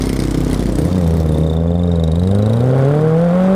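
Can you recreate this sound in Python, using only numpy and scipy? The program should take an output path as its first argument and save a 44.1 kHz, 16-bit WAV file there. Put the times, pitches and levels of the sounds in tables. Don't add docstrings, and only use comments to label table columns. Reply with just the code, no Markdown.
import sys
import numpy as np
from scipy import signal
from scipy.fft import rfft, irfft
from scipy.io import wavfile
from scipy.ndimage import uniform_filter1d

SR = 44100
rng = np.random.default_rng(int(sys.argv[2]) if len(sys.argv) > 2 else 0)


def store_pcm(level_fs):
    pcm = np.round(np.clip(level_fs, -1, 1) * 32767).astype(np.int16)
    wavfile.write(sys.argv[1], SR, np.atleast_2d(pcm).T)


N = 156555
T = np.arange(N) / SR

# (time [s], rate [Hz])
FOUR_FIRING_RATE = [(0.0, 51.6), (0.5, 51.8), (0.76, 51.9), (0.85, 83.4), (0.96, 93.4), (1.07, 81.0),
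                    (1.17, 81.9), (1.35, 76.7), (1.55, 80.8), (1.8, 87.7), (1.92, 85.7), (2.1, 78.5),
                    (2.32, 98.4), (2.48, 108.7), (2.66, 127.1), (2.77, 133.9), (2.84, 133.8), (2.89, 142.6),
                    (3.04, 156.7), (3.14, 160.4), (3.25, 173.9), (3.3, 171.1), (3.36, 181.5), (3.55, 193.5)]


def amp(db):
    return 10 ** (np.asarray(db) / 20)


def unit(x):
    return x / np.sqrt(np.mean(x ** 2) + 1e-20)


def curve(table, order=1):
    rows = np.array(table)
    return np.interp(T, rows[:, 0], rows[:, order])


def colour(table, hz):
    f, db = np.transpose(table)
    return amp(np.interp(np.log(hz + 1), np.log(f), db))


def noise(table):
    spectrum = rfft(rng.standard_normal(N))
    return unit(irfft(spectrum * colour(table, np.fft.rfftfreq(N, 1 / SR)), N))


def wander(hz):
    return unit(np.interp(T * hz, np.arange(2048), rng.standard_normal(2048)))


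def ring(x, table, size=4096):
    log_gain = np.log(colour(table, abs(np.fft.fftfreq(size, 1 / SR))))
    minimum_phase = np.exp(np.conj(signal.hilbert(log_gain)))
    body = np.fft.ifft(minimum_phase).real[:size // 2]
    return signal.oaconvolve(x, body / np.linalg.norm(body))[:N]


def firings(rate, first_s, scatter_db):
    cycles = np.cumsum(curve(rate)) / SR
    since_first = cycles - np.interp(first_s, T, cycles)
    at = np.flatnonzero(np.diff(np.floor(since_first)) > 0)
    train = np.zeros(N)
    train[at] = amp(scatter_db * np.clip(rng.standard_normal(len(at)), -2, 2))
    return unit(train)


def puffs(train, decay_s, rise_s):
    t = T[:2048]
    burst = (1 - np.exp(-t / rise_s)) ** 2 * np.exp(-t / decay_s)
    return unit(signal.oaconvolve(train, burst)[:N] * rng.standard_normal(N))


def patchy(x, depth_db):
    z = signal.stft(x, nperseg=256, noverlap=192)[2]
    grain = rng.standard_normal(z.shape[::-1])
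    patches = unit(uniform_filter1d(uniform_filter1d(grain, 14, 0), 7, 1)).T
    mottled = z * amp(depth_db * np.clip(patches, -2, 2))
    return signal.istft(mottled, nperseg=256, noverlap=192)[1][:N]


def echoes(x, size=8192):
    t60_s, gap_s = 0.1, .004
    t = T[:size]
    tails = rng.standard_normal((3, size)) * amp(-60 * t / t60_s) * (t > gap_s)
    total = np.zeros(N)
    for k, tail in enumerate(tails):
        share = np.cos(np.pi * (T * 4 + k / len(tails)))
        total += signal.oaconvolve(x * share, tail / np.linalg.norm(tail))[:N]
    return total * np.sqrt(2 / len(tails))


def four_cylinder(count=60):
    # (time [s], fundamental [dB], second harmonic [dB], upper lines [dB])
    load = [(0, -23, -37, -52.5), (0.75, -20.5, -29.5, -33), (0.92, -21.5, -18, -28.5),
            (1.07, -16, -16, -28.5), (1.4, -19, -18.5, -27), (1.8, -18, -17, -25.5),
            (2.18, -16.5, -17, -28.5), (2.35, -14.5, -17.5, -24), (2.6, -14.5, -21, -24),
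            (2.8, -12.5, -24.5, -19), (3, -15, -26, -17.5), (3.15, -13.5, -29.5, -18.5),
            (3.32, -13, -40, -16.5), (3.52, -12.5, -22.5, -14)]
    # (frequency [Hz], level [dB])
    pipe_tone = [(150, 1.5), (200, -4.5), (255, -1), (290, -8), (340, -16.5), (400, -3.5), (480, 0),
                 (560, -4), (650, -12), (750, -13.5), (900, -24), (1000, -29), (1090, -22), (1200, -32),
                 (1420, -24), (1700, -39), (2200, -39), (3000, -41)]
    # (time [s], level relative to the harmonics [dB])
    uneven_level = [(0, -13), (1.1, -11.5), (1.8, -11.5), (2.3, -7), (2.7, -4.5), (3.55, -23.5)]
    # (time [s], level [dB])
    rush_level = [(0, -38), (.8, -39.5), (1.1, -32.5), (1.7, -36), (2.15, -34), (2.45, -31), (2.8, -27),
                  (3.15, -30), (3.55, -26)]
    # (frequency [Hz], level [dB])
    rush_tone = [(25, -6), (50, 4.5), (80, 0), (140, 2), (320, -1.5), (550, 2), (900, -4), (1400, -12.5),
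                 (2600, -23.5), (3500, -20), (4100, -30), (4700, -28), (5500, -38), (8500, -32),
                 (12000, -48), (15500, -51)]
    pipe_lead_s, waver_hz, waver_depth, rush_pulsing = .0002, 25.03, .2, .6

    hz = curve(FOUR_FIRING_RATE)
    angle = 2 * np.pi * np.cumsum(hz) / SR
    boom = np.zeros(N)
    for k in (1, 2):
        boom += amp(curve(load, order=k)) * np.cos(k * angle) * (1 + 0.018 * wander(waver_hz))

    uneven, pipe = amp(curve(uneven_level)), np.zeros(N)
    for k in range(3, count):
        order = k / 4
        if order in (1, 2):
            continue
        if order % 1 == 0:
            strength = 1 + waver_depth * wander(waver_hz)
        else:
            strength = uneven * (0.4 + 0.62 * wander(waver_hz))
        lead = 2 * np.pi * order * hz * pipe_lead_s
        pipe += strength * colour(pipe_tone, order * hz) * np.cos(order * angle + lead)

    tones = np.sqrt(2) * (boom + amp(curve(load, order=3)) * pipe)
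    rush = noise(rush_tone) * unit(1 + rush_pulsing * np.cos(angle))
    return tones + amp(curve(rush_level)) * rush


def rasp():
    # (time [s], level [dB])
    rasp_level = [(0, -67), (1.1, -50.5), (1.8, -45.5), (2.2, -49), (2.5, -43), (2.8, -32), (3.15, -33.5),
                  (3.55, -31)]
    # (frequency [Hz], level [dB])
    rasp_tone = [(300, -24), (750, 5.5), (950, -8), (1100, 2.5), (1220, -1), (1450, -1), (1700, -7.5),
                 (2100, -13), (2700, -19.5), (6000, -39)]
    accent_db, decay_firings = 4.5, 0.81

    fired = np.cumsum(curve(FOUR_FIRING_RATE)) / SR
    accent = np.where(np.floor(fired) % 4 == 0, amp(accent_db), 1)
    gate = accent * np.exp(-(fired % 1) / decay_firings)
    return amp(curve(rasp_level)) * ring(unit(gate * rng.standard_normal(N)), rasp_tone)


def thumping_bike():
    # (time [s], rate [Hz])
    thumper_rate = [(0, 32.94), (0.25, 32.88), (0.7, 31.08), (1, 30.94), (1.3, 33.38), (1.55, 31.84),
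                    (1.75, 25.9), (2.3, 29.08), (3.55, 33.97)]
    # (time [s], thump [dB], crack before its flicker [dB])
    thumper_level = [(0, -19, -45), (.6, -21, -42.5), (.76, -18, -40.5), (.86, -23.5, -46),
                     (1.08, -25, -42.5), (1.45, -24.5, -51), (1.68, -41, -58), (2.15, -55, -61),
                     (2.36, -34, -53), (2.65, -33, -54), (3.55, -51, -64)]
    # (frequency [Hz], level [dB])
    thump_tone = [(25, -38.5), (65, -7.5), (100, 0), (160, 7), (200, -1.5), (258, 1), (290, 2), (335, 2),
                  (385, -7.5), (450, -4.5), (600, -19.5), (780, -24.5), (1300, -34.5), (1850, -30.5),
                  (2150, -26.5), (2550, -62), (8000, -67)]
    # (frequency [Hz], level [dB])
    crack_tone = [(500, -47), (2000, 6), (2600, -5), (5000, -3.5), (7000, -3), (8300, -1), (10000, -1.5),
                  (12500, -10), (15500, -7)]
    # (time [s], level [dB])
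    clank_level = [(0, -26.5), (.3, -29.5), (.55, -37.5), (1.1, -47)]
    # (frequency [Hz], level [dB])
    clank_tone = [(120, -31), (215, -7), (250, 9), (300, -11.5), (600, -37.5), (1700, -27.5), (2130, -12.5),
                  (2500, -37), (4600, -35), (5150, -23), (5700, -42), (12000, -54)]
    echo_db = -5

    train = firings(thumper_rate, first_s=.0085, scatter_db=2.0)
    thump = amp(curve(thumper_level)) * ring(train, thump_tone)
    clank = amp(curve(clank_level)) * ring(train, clank_tone)
    gas = patchy(ring(puffs(train, decay_s=0.0011, rise_s=.0016), crack_tone), depth_db=2.5)
    crack = amp(curve(thumper_level, order=2) + 2 * wander(30.04)) * gas
    direct = thump + clank + crack
    return direct + amp(echo_db) * echoes(direct)


def ticking_bike(size=900):
    # (time [s], rate [Hz])
    ticker_rate = [(0, 27.57), (0.3, 27.74), (0.6, 32.71), (1.05, 36.62), (1.33, 35.31), (1.6, 27.17),
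                   (1.85, 24.4), (2.2, 25.57), (2.55, 27.85), (3.55, 32.66)]
    # (time [s], tick [dB], chirp [dB])
    ticker_level = [(0, -32.5, -54), (.35, -41, -68), (.5, -42.5, -68), (.95, -46.5, -49),
                    (1.25, -61, -53.5), (1.37, -51, -46.5), (1.53, -55, -38), (1.67, -71, -53.5),
                    (1.83, -53.5, -40), (2.3, -44.5, -43.5), (2.52, -48, -44), (2.7, -53, -60),
                    (3.55, -61.5, -63)]
    # (frequency [Hz], level [dB])
    tick_tone = [(400, -12), (1500, 5.5), (2100, 4), (2600, -3.5), (3200, 7), (4300, 6.5), (5200, 4),
                 (6000, 2.5), (6600, 1.5), (7400, -1.5), (9100, 6), (10200, -3.5), (11500, -6),
                 (15500, -12)]
    # (time [s], pitch ratio)
    chirp_pitch = [(1.35, 0.99), (1.7, 0.964), (2.0, 1.015), (2.5, 1.02)]
    base_hz, scatter, base_fall_hz_per_s = 3827, .015, 28000
    swell_s, overtone_db, echo_db = 0.0014, -18, -12.5

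    train = firings(ticker_rate, first_s=.0185, scatter_db=2.5)
    hiss = ring(puffs(train, decay_s=0.0029, rise_s=.0016), tick_tone)
    tick = amp(curve(ticker_level)) * patchy(hiss, depth_db=3)

    t, chirps = T[:size], np.zeros(N + size)
    swell = (t / swell_s) ** 2 * np.exp(-t / swell_s)
    for at in np.flatnonzero(train):
        hz = base_hz * (1 + scatter * rng.standard_normal()) - base_fall_hz_per_s * t
        ratio = np.interp(at / SR, *np.transpose(chirp_pitch))
        angle = 2 * np.pi * np.cumsum(hz * ratio) / SR
        whistle = np.sin(angle) + amp(overtone_db) * np.sin(2 * angle)
        chirps[at:at + size] += train[at] * swell * whistle

    direct = tick + amp(curve(ticker_level, order=2)) * unit(chirps[:N])
    return direct + amp(echo_db) * echoes(direct)


def street():
    # (time [s], level [dB])
    street_level = [(0, -23.5), (.7, -25), (1.25, -29.5), (1.65, -39), (2.1, -40), (3.55, -31.5)]
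    # (frequency [Hz], level [dB])
    street_tone = [(25, -3), (100, 11), (300, 6.5), (600, -4), (1200, -9.5), (2000, -18), (2700, -21),
                   (4000, -21), (7000, -26.5), (9500, -33.5), (12000, -31.5), (15500, -84)]
    return amp(curve(street_level) + 2.2 * wander(90)) * noise(street_tone)


def scene():
    mono = four_cylinder() + rasp() + thumping_bike() + ticking_bike() + street()
    return np.array([mono, mono])


def record(dry):
    ceiling, edge_hz = .9, 15450
    held = dry / (1 + (dry / ceiling) ** 6) ** (1 / 6)
    low_pass = signal.firwin(401, edge_hz, window=("kaiser", 8), fs=SR)
    return signal.oaconvolve(held, low_pass[None], "same")


dry = scene()
out = record(dry)
store_pcm(out)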